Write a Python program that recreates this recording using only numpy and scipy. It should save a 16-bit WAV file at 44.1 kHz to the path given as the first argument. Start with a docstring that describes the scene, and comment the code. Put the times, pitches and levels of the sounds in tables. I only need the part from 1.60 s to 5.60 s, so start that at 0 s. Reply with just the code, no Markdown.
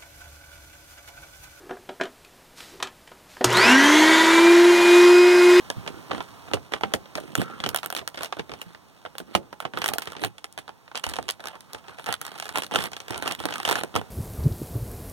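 """Pieces clatter into the plastic hopper of an electric cheese grater; hands brush the mat and grip
the housing. The switch snaps, the motor hums, spins up with a commutator whine and settles into the
loud drone of its unbalanced rotor, with fan tones, gear rattle and brush hiss.
The grater stands on a kitchen table, one microphone just above it."""
import sys
import numpy as np
from scipy import signal
from scipy.fft import rfft, irfft
from scipy.io import wavfile
from scipy.ndimage import map_coordinates

SR = 44100
rng = np.random.default_rng(int(sys.argv[2]) if len(sys.argv) > 2 else 0)


def int16_out(signal):
    """Quantize to a 16-bit WAV file."""
    q = np.round(np.clip(np.atleast_2d(signal).T, -1, 1) * 32767)
    wavfile.write(sys.argv[1], SR, q.astype(np.int16))


N = 176400
TIME = np.arange(N) / SR
EDGE_HZ = 15150  # top of the recorder's band

# resonances and dips of the housing: centre_hz, width_hz, boost_db
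HOUSING = [(371, 85, 13.5), (664, 100, 5), (739, 31, -13.5), (962.5, 180, 8), (1062.6, 10.6, 10),
           (1104, 26, -16), (1436, 11.3, 8.5), (1594.5, 24.5, 10.5), (1956, 24, 10), (3913, 320, 2.5)]


def amp(db):
    """Decibels to gain."""
    return 10 ** (np.asarray(db) / 20)


def unit(x):
    """Scales to rms 1."""
    return x / np.sqrt(np.mean(x ** 2) + 1e-20)


def struck(x):
    """Scales a blow to rms 1 over its first 10 ms."""
    return x / np.sqrt(np.mean(x[:SR // 100] ** 2))


def curve(rows, column=1):
    """One column of a timed table, sample by sample."""
    rows = np.array(rows)
    return np.interp(TIME, rows[:, 0], rows[:, column])


def read(points, hz):
    """Reads a table on a log-frequency axis."""
    points_hz, values = np.transpose(points)
    return np.interp(np.log(hz + 1), np.log(points_hz), values)


def add(mix, start_s, sound):
    """Mixes a sound in at a time."""
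    part = mix[round(start_s * SR):][:len(sound)]
    part += sound[:len(part)]


def boost(hz, peaks):
    """Decibels that resonances add at a frequency."""
    return sum(db / (1 + (2 * (hz - centre) / width) ** 2) for centre, width, db in peaks)


def colour(x, spectrum, peaks=(), size=8192):
    """Minimum-phase filter from a spectrum and optional resonances."""
    hz = abs(np.fft.fftfreq(size, 1 / SR))
    log_gain = np.log(amp(read(spectrum, hz) + boost(hz, peaks)))
    taps = np.fft.ifft(np.exp(np.conj(signal.hilbert(log_gain)))).real
    return signal.fftconvolve(x, taps[:size // 2])[:len(x)]


def wander(rate_hz):
    """Smooth random motion of rms 1, rolling off above a rate."""
    hz = np.fft.rfftfreq(N, 1 / SR)
    return unit(irfft(rfft(rng.standard_normal(N)) / (1 + (hz / rate_hz) ** 2), N))


def room_tone(level_db=-53):
    """The quiet kitchen: steady, dull noise."""
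    # background spectrum: frequency_hz, relative_db
    spectrum = [(25, -8), (600, -10.5), (3000, -19.5), (15000, -28)]
    return amp(level_db) * unit(colour(rng.standard_normal(N), spectrum))


def reverb(x, rise_s=0.0081, size=16384):
    """Short kitchen tail, the treble dying first."""
    # decay of the room: frequency_hz, t60_s
    decay = [(200, 0.21), (1200, 0.18), (10000, 0.083)]
    hz, t, noise = signal.stft(rng.standard_normal(size), SR, nperseg=256)
    tail = signal.istft(noise * amp(-60 * t / read(decay, hz)[:, None]), SR)[1]
    tail *= np.minimum(np.arange(len(tail)) / SR / rise_s, 1)
    return signal.fftconvolve(x, tail / np.linalg.norm(tail))[:N]


def rubbing(strokes, spectrum, grain_db):
    """Tiny slips under strokes that swell and fade."""
    level = sum(amp(db) * np.interp(TIME, [start, start + rise, start + rise + fall], [0, 1, 0])
                for start, rise, fall, db in strokes)
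    slips = rng.standard_normal(N) * amp(grain_db * wander(600))
    return level * unit(colour(slips, spectrum))


def mat_rustle():
    """A hand slides over the mat with a light, bright friction."""
    # hand strokes: start_s, rise_s, fall_s, level_db
    strokes = [(.955, 0.029, 0.25, -45), (1.68, 0.02, 0.35, -52)]
    # friction on the mat: frequency_hz, relative_db
    spectrum = [(200, -7.5), (4500, -5), (15000, -18)]
    return rubbing(strokes, spectrum, grain_db=2.0)


def shuffle():
    """Pieces shift in the hopper and a hand grips the housing: a hollow rub."""
    # movements: start_s, rise_s, fall_s, level_db
    strokes = [(-.05, 0.056, 0.3, -48), (1.06, 0.092, 0.15, -52)]
    # friction on the plastic: frequency_hz, relative_db
    spectrum = [(240, 8.5), (380, 23), (550, 4), (1400, 0), (12000, -44)]
    return rubbing(strokes, spectrum, grain_db=3)


def burst(spectrum, t60_s, peaks=(), rise_s=0.0028, size=12000):
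    """Dense, quickly dying modes of a struck plastic part."""
    t = np.arange(size) / SR
    envelope = np.minimum(t / rise_s, 1) * amp(-60 * t / t60_s)
    return struck(colour(rng.choice([-1., 1.], size) * envelope, spectrum, peaks))


def thud(detune=0.011, size=12000):
    """The plastic body rings under a dull burst, tuned a little differently at each knock."""
    # body modes: pitch_hz, relative_db, t60_s
    modes = [(256.7, 1, 0.2), (387, 7, .11), (724, 2.5, 0.014)]
    # dull part of a knock: frequency_hz, relative_db
    spectrum = [(120, -35), (230, -0.5), (700, 6), (3500, -60)]
    t = np.arange(size) / SR
    ring = np.zeros(size)
    for hz, db, t60_s in modes:
        pitch_hz = hz * (1 + detune * rng.standard_normal())
        ring += amp(db - 60 * t / t60_s) * np.sin(2 * np.pi * pitch_hz * t)
    return 0.71 * struck(ring) + 0.88 * burst(spectrum, t60_s=0.045, size=size)


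def click(hardness_db, top_hz=7200, db_per_octave=4):
    """Contact noise of a knock: the more it stands out over the thud, the brighter it is."""
    # contact noise: frequency_hz, relative_db
    spectrum = [(1200, -7.5), (3100, 4.5), (5000, -6), (7500, -8.5), (15000, -27)]
    cutoff_hz = min(top_hz * 2 ** (hardness_db / db_per_octave), EDGE_HZ)
    lowpass = signal.butter(1, cutoff_hz, fs=SR, output="sos")
    return signal.sosfilt(lowpass, burst(spectrum, t60_s=0.032))


def knocks(gain_db=-4):
    """Each knock on hopper or housing is a thud, a clack and a click."""
    # knocks: start_s, clack_db, thud_db, click_db (all before gain_db)
    blows = [(0.093, -38.5, -38.5, -45), (0.107, -35, -26.5, -35), (0.12, -42, -40, -58),
             (0.168, -46.5, -45, -62), (0.29, -36.5, -30, -35), (0.399, -29.5, -30.5, -42),
             (0.41, -21.5, -20, -24.5), (0.434, -52, -54, -35), (0.453, -41, -36, -38.5),
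             (0.646, -68, -66, -45.5), (1.003, -49, -66, -37.5), (1.2, -34, -41, -39),
             (1.225, -25, -34.5, -21.5), (1.27, -38, -46, -37.5), (1.474, -50, -59, -45),
             (1.515, -43, -43.5, -47), (1.767, -38.5, -45, -47), (1.809, -29, -17.5, -27)]
    # midrange clack: frequency_hz, relative_db
    clack = [(450, -33), (900, 1), (1400, 9), (2300, -1), (8000, -97)]
    out = np.zeros(N)
    for start_s, clack_db, thud_db, click_db in blows:
        knock = amp(thud_db) * thud()
        knock += amp(clack_db) * burst(clack, t60_s=0.019, peaks=HOUSING[:6])
        knock += amp(click_db) * click(click_db - thud_db)
        add(out, start_s, knock)
    return amp(gain_db) * out


def switch_on():
    """The switch snaps, then sparks crack at the brushes."""
    # the snap and three sparks: start_s, level_db
    snaps = [(1.842, -12.5), (1.901, -29), (1.927, -25), (1.969, -21.5)]
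    # colour of each: frequency_hz, relative_db
    spectrum = [(150, -8), (380, 13), (1300, 6.5), (2100, -1), (6500, 2), (15000, -12.5)]
    out = np.zeros(N)
    for start_s, db in snaps:
        add(out, start_s, amp(db) * burst(spectrum, t60_s=0.033))
    return out


def mains_hum(on_s, fall_db_per_s=77, rest_db=-33):
    """Hum that fades with the starting current."""
    # hum at switch-on: pitch_hz, level_db
    tones = [(120, -26), (360, -24)]
    current = amp(np.clip(-fall_db_per_s * (TIME - on_s), rest_db, 0))
    return current * np.sqrt(2) * sum(amp(db) * np.sin(2 * np.pi * hz * TIME) for hz, db in tones)


def scrape(turns, alike_turns=15, size=120, count=800):
    """Roughness that comes round with each turn and slowly changes: a comb of flickering shaft tones."""
    roughness = rng.standard_normal((count, size))  # one row a turn
    track = signal.lfilter([1], [1, -np.exp(-1 / alike_turns)], roughness, axis=0)
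    return unit(map_coordinates(track.ravel(), [turns * size], mode="nearest"))


def gears_and_brushes(turns, gear_scrape_db=-15, brush_scrape_db=-6):
    """Gear rattle pulses once a turn and brush hiss twice, both heard through the housing."""
    # running noise: time_s, rattle_db, hiss_db
    levels = [(1.85, -35, -35.5), (1.96, -18, -28.5), (2.02, -13.5, -26), (2.11, -14, -23.5),
              (2.17, -17.5, -28.5), (2.25, -16, -24.5), (2.6, -17, -25.5), (3.08, -21.5, -28.5),
              (3.35, -19.5, -25.5), (3.63, -24, -30.5), (4, -22, -28.5)]
    # gear rattle: frequency_hz, relative_db
    gear_spectrum = [(60, -35), (160, -26.5), (220, -3), (290, -8.5), (1200, -0.5), (2100, 1.5),
                     (2600, -8.5), (3300, -8), (6000, -40.5)]
    # brush hiss: frequency_hz, relative_db
    brush_spectrum = [(1200, -22.5), (2800, -1), (4700, -5.5), (7000, -8.5), (8500, -13), (11000, -16),
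                      (15000, -26.5)]
    teeth = rng.standard_normal(N) + amp(gear_scrape_db) * scrape(turns)
    teeth *= amp(2.8 * np.cos(2 * np.pi * turns) + 0.81 * wander(340))
    sparks = rng.standard_normal(N) + amp(brush_scrape_db) * scrape(turns)
    sparks *= amp(4.2 * np.cos(4 * np.pi * turns) + 0.45 * wander(220))
    rattle = amp(curve(levels)) * unit(colour(teeth, gear_spectrum, HOUSING))
    hiss = amp(curve(levels, column=2)) * unit(colour(sparks, brush_spectrum, HOUSING))
    return rattle + hiss


def partial(cycles, db, flutter, flutter_hz):
    """One fluttering tone locked to the shaft."""
    shake = 1 + flutter * (wander(flutter_hz) + 1j * wander(flutter_hz))
    return amp(db) * unit((shake * np.exp(2j * np.pi * cycles)).real)


def shaft_overtones(speed_hz, turns, settle_s=2.81, settle_width_s=0.026):
    """Overtones of the shaft swell as they sweep across the housing's resonances."""
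    # overtones before the housing's boost: shaft_multiple, spin_up_db, full_speed_db
    orders = [(1.998, -41, -38), (3.01, -34.5, -42.5), (4, -35.5, -36), (5.993, -28, -34), (10, -34.5, -48),
              (12, -42, -43), (20, -46, -50.5), (20.64, -41.5, -50.5), (33, -50.5, -62)]
    settled = .5 + .5 * np.tanh((TIME - settle_s) / settle_width_s)
    out = np.zeros(N)
    for multiple, spin_up_db, full_speed_db in orders:
        db = spin_up_db + (full_speed_db - spin_up_db) * settled
        db += boost(multiple * speed_hz, HOUSING) + 2 * wander(3.5)
        out += partial(multiple * turns, db, flutter=0.36, flutter_hz=25.3)
    return out


def cooling_fan(turns, blades=7):
    """The passing blades make a tone and its octave."""
    # blade tone: time_s, tone_db, octave_db
    levels = [(2.05, -24, -43), (2.55, -27, -32.5), (2.8, -26.5, -42), (2.9, -23, -56), (3.0, -35, -50),
              (3.36, -21, -50), (3.48, -25.5, -37.5), (4, -29, -35.5)]
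    return sum(partial(k * blades * turns, curve(levels, column=k), flutter=0.11, flutter_hz=12)
               for k in (1, 2))


def commutator(turns, segments=11, wobble_depth=0.51, wobble_hz=25.1):
    """Segments whine past the brushes; running slightly out of true adds sidebands."""
    # whine: time_s, tone_db, octave_db
    levels = [(1.88, -49, -37), (1.97, -41, -26), (2.08, -17.5, -29), (2.18, -29, -37.5), (2.75, -29, -40),
              (2.9, -40, -53), (4, -41, -51)]
    whine = sum(partial(k * segments * turns, curve(levels, column=k), flutter=0.71, flutter_hz=k * 40)
                for k in (1, 2))
    wobble = sum(wander(wobble_hz) * np.cos(2 * np.pi * k * turns) for k in (1, 2))
    return whine * (1 + wobble_depth * wobble)


def rotor_drone(turns):
    """The unbalanced rotor shakes the grater once a turn."""
    # drone: time_s, level_db
    levels = [(1.88, -46), (2.05, -29.5), (2.13, -15.5), (2.23, -20), (2.38, -16.5), (2.65, -20.5),
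              (2.89, -11.5), (3.1, -12), (3.17, -17.5), (3.24, -16), (3.34, -11), (3.6, -10.5), (3.72, -14),
              (3.78, -13), (3.93, -11.5)]
    return np.sqrt(2) * amp(curve(levels)) * np.sin(2 * np.pi * turns)


def motor(on_s=1.845, swell_start_s=1.715, swell_rise_s=0.46):
    """The motor hums and spins up; its tones, rattle and hiss all follow the one shaft."""
    # shaft speed: time_s, turns_per_s
    spin_up = [(1.85, 20.0), (1.9, 118.0), (1.95, 169.1), (2.0, 203.5), (2.05, 228.0), (2.1, 248.6),
               (2.17, 269.4), (2.25, 287.2), (2.35, 304.6), (2.5, 319.7), (2.7, 328.7), (2.9, 342.7),
               (3.08, 349.8), (3.25, 348.5), (3.45, 353.8), (3.68, 357.0), (3.85, 355.3), (4.0, 357.5)]
    speed_hz = curve(spin_up)
    on = np.clip((TIME - on_s) / 0.02, 0, 1)
    turns = np.cumsum(speed_hz * on) / SR
    swell = np.clip((TIME - swell_start_s) / swell_rise_s, 0, 1)
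    tones = swell * (shaft_overtones(speed_hz, turns) + cooling_fan(turns)) + commutator(turns)
    return on * (rotor_drone(turns) + tones + mains_hum(on_s) + gears_and_brushes(turns))


def scene(body_low_hz=204, reverb_db=-8.5):
    """Handling with its kitchen tail, room tone and motor, alike in both channels."""
    low_cut = signal.butter(2, body_low_hz, "high", fs=SR, output="sos")
    handling = signal.sosfilt(low_cut, knocks() + switch_on()) + mat_rustle() + shuffle()
    mono = room_tone() + handling + amp(reverb_db) * reverb(handling) + motor()
    return np.array([mono, mono])


def record(dry, ceiling=0.9):
    """The recorder rounds off the highest peaks and limits the band."""
    held = dry / (1 + (dry / ceiling) ** 8) ** (1 / 8)
    lowpass = signal.firwin(511, EDGE_HZ, window=("kaiser", 9), fs=SR)
    return signal.oaconvolve(held, lowpass[None], "same")


dry = scene()
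out = record(dry)
int16_out(out)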